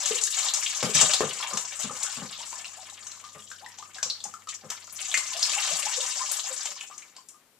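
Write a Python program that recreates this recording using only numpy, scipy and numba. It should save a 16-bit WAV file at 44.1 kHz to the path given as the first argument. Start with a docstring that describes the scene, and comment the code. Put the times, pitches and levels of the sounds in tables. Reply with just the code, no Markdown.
"""Close to a tub in a small workshop, on two closely spaced microphones, the left one louder.
Liquid clay slip, poured over a tall pitcher, patters off its foot into the tub over a faint hum; drops
smack and trap bubbles. Just before one second a jug bumps the tub and is dunked to refill with dull
gulps. The run-off thins to drips, with small glugs and later the snap of thin films. It swells again
with a second pour at five and a half seconds; then trickle and hum fade into the still air."""
import sys
import numpy as np
from scipy import signal
from scipy.fft import rfft, irfft, next_fast_len
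from scipy.io import wavfile
from scipy.ndimage import uniform_filter1d
from numba import njit

SR = 44100
rng = np.random.default_rng(int(sys.argv[2]) if len(sys.argv) > 2 else 0)


def unload_wav(signal):
    """Save mono or channel-first audio to the path in sys.argv[1] as 16-bit WAV at rate SR, clipped to [-1, 1]."""
    wavfile.write(
        sys.argv[1],
        SR,
        np.round(np.clip(np.atleast_2d(signal).T, -1, 1) * 32767).astype(np.int16),
    )


N = 334719
T = np.arange(N) / SR

# Pours off the pitcher's foot. Each row: start and end of full flow in seconds, relative level in dB.
POURS = [(0, 0.55, -34), (5.501, 5.75, -33)]
# The thick threads break and only fine spray falls.
# Each row: middle in seconds, half length in seconds, dip of the patter's body in dB.
LULLS = [(0.296, 0.055, -33.5), (0.678, 0.041, -10), (3.444, 0.13, -25), (6.416, 0.029, -5)]
# Gushes as the jug is dunked, lifted or tipped.
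# Each row: start in seconds, length in seconds, relative levels of spray and of body in dB.
GUSHES = [(0.381, .09, -38, -46), (0.936, .09, -23.5, -41), (1.05, .1, -30.5, -38.5),
          (1.387, .13, -49.5, -44), (1.784, .05, -36, -46.5), (1.959, .21, -42, -50),
          (2.315, .34, -46, -60), (3.937, .03, -47, -54.5), (4.479, .065, -41, -82), (4.69, .07, -52, -46),
          (4.959, .24, -39.5, -71), (5.45, .3, -38, -47)]
# Tone of the patter from close by. Each row: frequency in Hz, gain in dB.
PATTER_TONE = [(80, -33), (350, -31.5), (560, -14), (1100, -9), (1900, -13), (3000, -6.5), (4500, -7.5),
               (7500, 0), (8500, -11.5), (10500, -23), (14500, -29)]
# Electric hum in the room. Each row: frequency in Hz, rms level in dB ahead of the microphones.
HUM_TONES = [(96.9, -72), (209.9, -79)]
# Room tone of the workshop. Each row: frequency in Hz, gain in dB.
AIR_TONE = [(30, -24), (150, -6), (300, -5.5), (600, -8), (2000, -13), (14000, -20)]
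# Sharp smacks: drops on wet clay and two short knocks of the jug.
# Each row: start in seconds, relative level in dB, pitch in Hz, broad spray over the pitched part in dB.
SMACKS = [(0.058, -24.5, 6840, -1), (0.153, -31, 7100, -1), (0.2362, -21, 6800, -24),
          (0.2644, -52, 7200, -8), (0.3077, -40, 5400, -19), (0.386, -28.5, 7070, 5),
          (0.484, -28.5, 3880, -8), (0.537, -25, 6400, -21), (0.661, -29, 2900, -23), (0.828, -27, 2300, 9),
          (1.012, -15.5, 6750, 6), (1.135, -21.5, 4200, 3), (1.426, -32, 3200, -17),
          (1.534, -34.5, 7000, -5), (1.572, -27.5, 6660, 9), (2.03, -28, 6900, -5),
          (3.0675, -38.5, 6400, -1), (3.501, -45.5, 7040, 1), (3.785, -42, 5840, 12),
          (4.0285, -25, 5600, 7), (4.099, -29.5, 4440, -17), (4.203, -42.5, 3930, -4.5),
          (4.239, -33.5, 6500, -10), (4.702, -31.5, 6340, 3.5), (5.114, -32.5, 3550, -2),
          (5.141, -23.5, 2100, -2.5), (5.174, -25.5, 4300, 18), (5.3045, -36.5, 6940, -3),
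          (5.4265, -21.5, 5010, -12.5), (5.95, -37.5, 3560, -10), (6.006, -32, 3770, -9.5),
          (6.315, -28, 7600, -2), (6.393, -33.5, 3430, 0), (6.655, -32, 6940, 24), (6.809, -37.5, 2760, -4),
          (6.9785, -40.5, 6460, -7), (7.164, -45.5, 4760, 7), (7.286, -46, 7200, -22)]
# Trapped bubbles, gloops to plinks, and at 0.891 s and 1.2065 s the hollow ring of the jug as it bumps the tub.
# Each row: start in seconds, relative level in dB, nominal pitch in Hz.
BUBBLES = [(0.108, -29, 457), (0.275, -37, 1760), (0.616, -33, 2870), (0.891, -34.5, 457),
           (1.2065, -25.5, 462), (1.401, -36.5, 1027), (1.896, -36, 1270), (2.064, -34, 1540),
           (2.405, -42, 974), (2.528, -36.5, 1040), (2.645, -34.5, 2860), (2.899, -40.5, 4000),
           (3.1177, -36.5, 4200), (3.24, -41, 1206), (3.422, -45, 3400), (3.515, -36, 1575),
           (3.662, -38, 1990), (3.825, -41, 1260), (3.984, -36, 1640), (4.252, -41, 835),
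           (4.339, -36, 1350), (4.472, -40, 1300), (6.911, -44, 1200), (7.023, -45.5, 2330),
           (7.182, -50.5, 1080), (7.343, -58.5, 1230)]
# The jug against the tub wall. Each row: start in seconds, relative level in dB.
BUMPS = [(0.8277, -26), (1.2069, -20)]
# The jug going under. Each row: start in seconds, relative level in dB, treble tilt in dB per two octaves.
GULPS = [(0.828, -22.5, -3), (0.943, -29.5, -3), (1.018, -24.5, 3), (1.217, -24.5, 1.5), (1.524, -31, 4.5),
         (1.837, -33, -5), (1.895, -33.5, 6), (2.165, -34.5, 0), (2.213, -32, -1.5), (3.347, -41, 3.5),
         (4.046, -42.5, 5), (4.253, -46.5, 5), (4.632, -40.5, 0.5), (5.715, -45.5, -13)]
# Resonances of the tub of slip. Each row: frequency in Hz, width of one filter pass in Hz, gain in dB.
TUB_MODES = [(162, 80, 0), (198.4, 120, 3), (436, 42, -3.5), (523, 450, -0.5), (792, 170, -1.5),
             (1080, 460, -2)]
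# Thick threads plunging into the tub. Each row: start in seconds, relative level in dB, first pitch in Hz.
GLUGS = [(1.435, -39, 857), (2.772, -49, 673), (3.619, -43.5, 750), (3.783, -47.5, 752), (5.342, -45, 585),
         (5.558, -37.5, 709), (5.70, -40.5, 555), (5.852, -35, 740), (5.967, -41.5, 485),
         (6.193, -37.5, 898), (6.495, -45, 479)]
# Thin films of slip snapping. Each row: start in seconds, relative level in dB.
SNAPS = [(4.7015, -28.5), (4.926, -23.5), (6.317, -12.5)]
# Air resonances of the tub, ringing briefly after each wet sound.
# Each row: frequency in Hz, gain over the passing sound in dB.
TUB_AIR_MODES = [(208, -0.5), (512, 2), (757, -3), (1041, -2.5), (1211, 1.5), (1487, -6.5), (1767, 3.5),
                 (2083, 1)]
# The left microphone's lead, greatest in the top treble. Each row: frequency in Hz, left minus right in dB.
MIC_BALANCE = [(100, 7.5), (6000, 3), (7500, 16), (9000, 15.5), (13000, 18)]


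def undb(db):
    """Decibels to gain."""
    return 10 ** (np.asarray(db) / 20)


def unit(x):
    """Scale to rms 1."""
    return x / np.sqrt(np.mean(x ** 2))


def add(out, start_s, x, db):
    """Mix x in at start_s with its loudest 5 ms at db."""
    i = max(int(start_s * SR), 0)
    loudest = np.sqrt(uniform_filter1d(x ** 2, SR // 200).max())
    out[i:i + len(x)] += (x * undb(db) / loudest)[:N - i]


def colour(x, points):
    """Filter by a (Hz, dB) curve."""
    hz, db = np.transpose(points)
    size = next_fast_len(x.shape[-1] + 4096)
    bin_hz = np.maximum(np.arange(size // 2 + 1) * SR / size, 1)
    gain = undb(np.interp(np.log(bin_hz), np.log(hz), db))
    return irfft(rfft(x, size) * gain, size)[..., :x.shape[-1]]


def resonate(x, hz, width_hz):
    """One resonance, gain 1 at its centre."""
    return signal.lfilter(*signal.iirpeak(hz, max(hz / width_hz, .5), fs=SR), x)


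def passband(x, kind, hz, order=2):
    """Gentle low-pass or high-pass."""
    return signal.sosfilt(signal.butter(order, hz, kind, fs=SR, output="sos"), x)


def steady(x, window_s):
    """Even out slow swells, leaving the grain."""
    window = int(window_s * SR)
    power = uniform_filter1d(uniform_filter1d(x ** 2, window), window)
    return x / np.sqrt(np.abs(power) + np.mean(x ** 2) / 100)


@njit
def grains(start, hz, cycles, size, rise):
    """Damped sines that fall 50 dB over their cycles while the pitch rises."""
    out = np.zeros(N)
    for k in range(len(start)):
        first, count, phase = int(start[k] * SR), int(cycles[k] / hz[k] * SR) + 2, 0.
        for i in range(min(count, N - first)):
            phase += 2 * np.pi * hz[k] * (1 + rise * i / count) / SR
            out[first + i] += size[k] * np.exp(-5.75 * i / count) * np.sin(phase)
    return out


def arrivals(rate):
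    """Random times at a changing rate per second."""
    due = np.cumsum(rate) / SR
    return np.interp(np.sort(rng.uniform(0, due[-1], int(due[-1]))), due, T)


def flow_db(swell_db_per_s=30, drain_db_per_s=7, fade_from_s=6.62, fade_db_per_s=42):
    """Each pour builds quickly, holds and, being thick, drains slowly; the last trickle fades away."""
    pours = [db - swell_db_per_s * np.maximum(full - T, 0) - drain_db_per_s * np.maximum(T - until, 0)
             for full, until, db in POURS]
    return np.max(pours, axis=0) - fade_db_per_s * np.maximum(T - fade_from_s, 0)


def patter_gains(gush_attack_s=.009, gush_release_s=.018):
    """Gains of fine spray and duller body: the flow with its lulls, and the gushes on top."""
    db = flow_db()
    spray_power = undb(db) ** 2
    body_power = undb(db - 11 + .3232 * (db.max() - db)) ** 2  # a thin flow falls in fatter, duller drops
    for middle, half_s, dip_db in LULLS:
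        body_power *= undb(dip_db * np.exp(-((T - middle) / half_s) ** 4)) ** 2
    for start, length, spray_db, body_db in GUSHES:
        attack = np.clip((T - start) / gush_attack_s, 0, 1)
        gush = attack * np.exp(-np.maximum(T - start - length, 0) / gush_release_s)
        spray_power += (undb(spray_db) * gush) ** 2
        body_power += (undb(body_db) * gush) ** 2
    return np.sqrt(spray_power), np.sqrt(body_power)


def spatter(rate, lo_hz, hi_hz, spread_db, scatter_s, cycles, ticks):
    """Each drop bursts into tiny ticks near its own pitch."""
    landings = arrivals(rate)[:, None]
    shape = (len(landings), ticks)
    start = landings + rng.exponential(scatter_s, shape)
    hz = rng.uniform(lo_hz, hi_hz, landings.shape) * np.exp(.12 * rng.standard_normal(shape))
    hz = np.minimum(hz, SR / 2)
    db = spread_db * rng.standard_normal(landings.shape).clip(-2, 2) + 4 * rng.standard_normal(shape)
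    size = undb(db) * np.sqrt(hz) * rng.choice([-1, 1], shape)
    drops = grains(start.ravel(), hz.ravel(), np.full(hz.size, float(cycles)), size.ravel(), rise=.045)
    return colour(drops, PATTER_TONE)


def runoff():
    """Threads of slip break into drops: more flow, more drops, with small bubbles among them."""
    spray_gain, body_gain = patter_gains()
    rate = 1000 * spray_gain ** .38  # drops per second
    spray = spatter(rate, lo_hz=2000, hi_hz=13450, spread_db=2.4, scatter_s=.006, cycles=9.9, ticks=26)
    spray = passband(spray, "high", 1200)
    fat_drops = spatter(rate, lo_hz=776, hi_hz=2530, spread_db=2.7, scatter_s=.005, cycles=4.5, ticks=5)
    blip_starts = arrivals(rate / 5)
    count = len(blip_starts)
    blip_hz = 530 * 2 ** rng.uniform(0, 1.893, count)
    blips = grains(blip_starts, blip_hz, cycles=rng.uniform(18, 40, count), size=rng.random(count), rise=.25)
    body = undb(-3) * steady(fat_drops, .1) + undb(-9.5) * steady(colour(blips, PATTER_TONE), .2)
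    return spray_gain * steady(spray, .036) + body_gain * body


def hum(fade_from_s, silent_s):
    """A steady electric hum, far under the pour, that fades out near the end."""
    tones = sum(undb(db) * np.sqrt(2) * np.sin(2 * np.pi * hz * T) for hz, db in HUM_TONES)
    return tones * np.interp(T, [fade_from_s, silent_s], [1, 0])


def noise_pair(size, apart_hz):
    """Noise at two close microphones: alike in the bass, unrelated in the treble."""
    mid, side = rng.standard_normal((2, size))
    side = passband(side, "high", apart_hz, order=1)
    return np.array([mid + side, mid - side]) / np.sqrt(2)


def still_air():
    """Soft, dark room tone all round the microphones."""
    return unit(colour(noise_pair(N, apart_hz=2300), AIR_TONE))


def stray_smacks(per_s=6, spread_db=3, lo_hz=2740, hi_hz=7200, spray_db=-7):
    """Rows of lesser smacks that fall loosely spaced, their level following the flow."""
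    count = int(per_s * N / SR)
    when, size, pitch = rng.random((count, 3)).T
    start = (np.arange(count) + when) / per_s
    db = np.interp(start, T, flow_db()) - 3.5 + spread_db * (2 * size - 1)
    hz = lo_hz * (hi_hz / lo_hz) ** pitch
    return [(*row, spray_db) for row in zip(start, db, hz)]


def smacks():
    """A drop or a knock of the jug gives a pitched burst of ticks; a drop rings the pocket it opens."""
    out, t = np.zeros(N), T[:SR // 16]
    for start, db, hz, spray_db in list(SMACKS) + stray_smacks():
        ticks = rng.standard_normal(len(t)) * undb(4 * rng.standard_normal(len(t)).clip(-2, 2))
        burst = ticks * np.exp(-t / .0075) * (1 - np.exp(-t / .0004))
        pitched = resonate(resonate(burst, hz, hz / 2.5), hz, hz / 2.5)
        spray = colour(burst, PATTER_TONE)
        add(out, start, unit(pitched) + undb(spray_db) * unit(spray), db + 4.5)
    return out


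def bubbles(slosh_db=-17.5, tick_db=-9.5):
    """A tick, then a brief ring that rises in pitch: mostly a drop trapping a bubble as it surfaces, twice the
    hollow of the jug ringing as it bumps the tub."""
    out, t = np.zeros(N), T[:SR // 6]
    for start, db, hz in BUBBLES:
        age = t * hz / 6  # in decay times of six cycles
        pitch = hz * (.928 + .13 * (1 - np.exp(-age / 2)))
        ring = np.sin(2 * np.pi * np.cumsum(pitch) / SR) * np.exp(-age) * (1 - np.exp(-t * hz))
        tick = unit(colour(rng.standard_normal(len(t)), PATTER_TONE)) * np.exp(-t / .004)
        slosh = unit(resonate(rng.standard_normal(len(t)), hz, hz / 2)) * np.exp(-age)
        add(out, start, ring + undb(slosh_db) * slosh + undb(tick_db) * tick, db)
    return out


def jug_bumps():
    """The jug meets the tub wall: a hard, dead knock, smothered at once by the slip."""
    out, t = np.zeros(N), T[:SR // 16]
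    for start, db in BUMPS:
        blow = passband(rng.standard_normal(len(t)), "low", 2900) * np.exp(-t / .0019)
        add(out, start, resonate(blow, hz=500, width_hz=600), db)
    return out


def jug_gulps(attack_s=.009, decay_s=.017):
    """Slip closes over the jug: a soft shove that booms in the tub."""
    out, t = np.zeros(N), T[:SR // 3]
    for start, db, tilt_db in GULPS:
        shove = rng.standard_normal(len(t)) * np.exp(-t / decay_s) * (1 - np.exp(-t / attack_s))
        boom = undb(-18) * resonate(shove, hz=300, width_hz=300)
        for hz, width, mode_db in TUB_MODES:
            gain = undb(mode_db + tilt_db * np.log2(hz / 300) / 2)
            boom += gain * resonate(resonate(shove, hz, width), hz, width)
        add(out, start, boom, db - 6.5)
    return out


def glugs(shortest_s=.0251, mean_rise_octaves=.38, roughness=.32):
    """An air pocket is dragged under: it shrinks and so climbs in pitch, unsteadily, at its own pace."""
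    out, t = np.zeros(N), T[:SR // 16]
    for start, db, hz in GLUGS:
        stretch, climb = rng.random(2)
        age = np.minimum(t / (shortest_s * (1 + stretch)), 1)
        wobble, churn = (unit(passband(rng.standard_normal(len(t)), "low", 111)) for _ in range(2))
        pitch = hz * 2 ** (mean_rise_octaves * (.5 + climb) * age + wobble / 16)
        phase = 2 * np.pi * np.cumsum(pitch) / SR
        add(out, start, np.sin(phase) * (1 + roughness * churn) * np.sin(np.pi * age), db)
    return out


def film_snaps():
    """A film of slip tears with a few very fine, bright clicks."""
    out, t = np.zeros(N), T[:SR // 20]
    for start, db in SNAPS:
        clicks = rng.standard_normal(len(t)) ** 3 * np.exp(-t / .0045)
        add(out, start, resonate(resonate(clicks, 10900, 5000), 10000, 5000), db - 14.5)
    return out


def workshop(dry, near_db, near_s, tail_db, t60_s, spots=3):
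    """Quick echoes from tub and shelves reach the microphones, then a short room tail."""
    t = T[:SR // 2]
    near = np.exp(-t / near_s) * (t > .001)
    tail = undb(-60 * t / t60_s) * (1 - np.exp(-t / .0027))
    decay = (undb(near_db) * unit(near) + undb(tail_db) * unit(tail)) / np.sqrt(len(t))
    spot = (T // .02) % spots  # drops land in turn at a few spots, each with its own echoes
    echoes = np.zeros((2, N))
    for k in range(spots):
        share = uniform_filter1d(1. * (spot == k), SR // 100)
        response = noise_pair(len(t), apart_hz=2100) * decay
        echoes += signal.fftconvolve((dry * share)[None], response, axes=1)[:, :N]
    return dry + echoes


def tub_ring(x):
    """The air in the tub rings briefly after each wet sound."""
    return x + sum(undb(db) * resonate(x, hz, width_hz=17) for hz, db in TUB_AIR_MODES)


def scene():
    """From beside the tub: wet sounds, each place with its own echoes, over hum and still air."""
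    patter = workshop(runoff(), near_db=-2, near_s=.0048, tail_db=-.5, t60_s=.16)
    sharp = workshop(smacks() + film_snaps(), near_db=-12.5, near_s=.0021, tail_db=-.5, t60_s=.29)
    in_tub = bubbles() + jug_bumps() + jug_gulps() + glugs()
    hollow = workshop(in_tub, near_db=-4, near_s=.014, tail_db=-2, t60_s=.34)
    background = hum(fade_from_s=5.5, silent_s=7.1) + undb(-62.5) * still_air()
    return tub_ring(undb(-.5) * (patter + sharp) + hollow) + background


def record(dry):
    """Two unequal microphones, the left reached a sample later; peaks round off; a steep top cut."""
    left = [(hz, 20 * np.log10(2 / (1 + undb(-db)))) for hz, db in MIC_BALANCE]
    right = [(hz, 20 * np.log10(2 / (1 + undb(db)))) for hz, db in MIC_BALANCE]
    heard = np.array([np.roll(colour(dry[0], left), 1), colour(dry[1], right)])
    top_cut = signal.ellip(10, .2, 80, 14700, fs=SR, output="sos")
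    return signal.sosfilt(top_cut, np.tanh(heard))


dry = scene()
out = record(dry)
unload_wav(out)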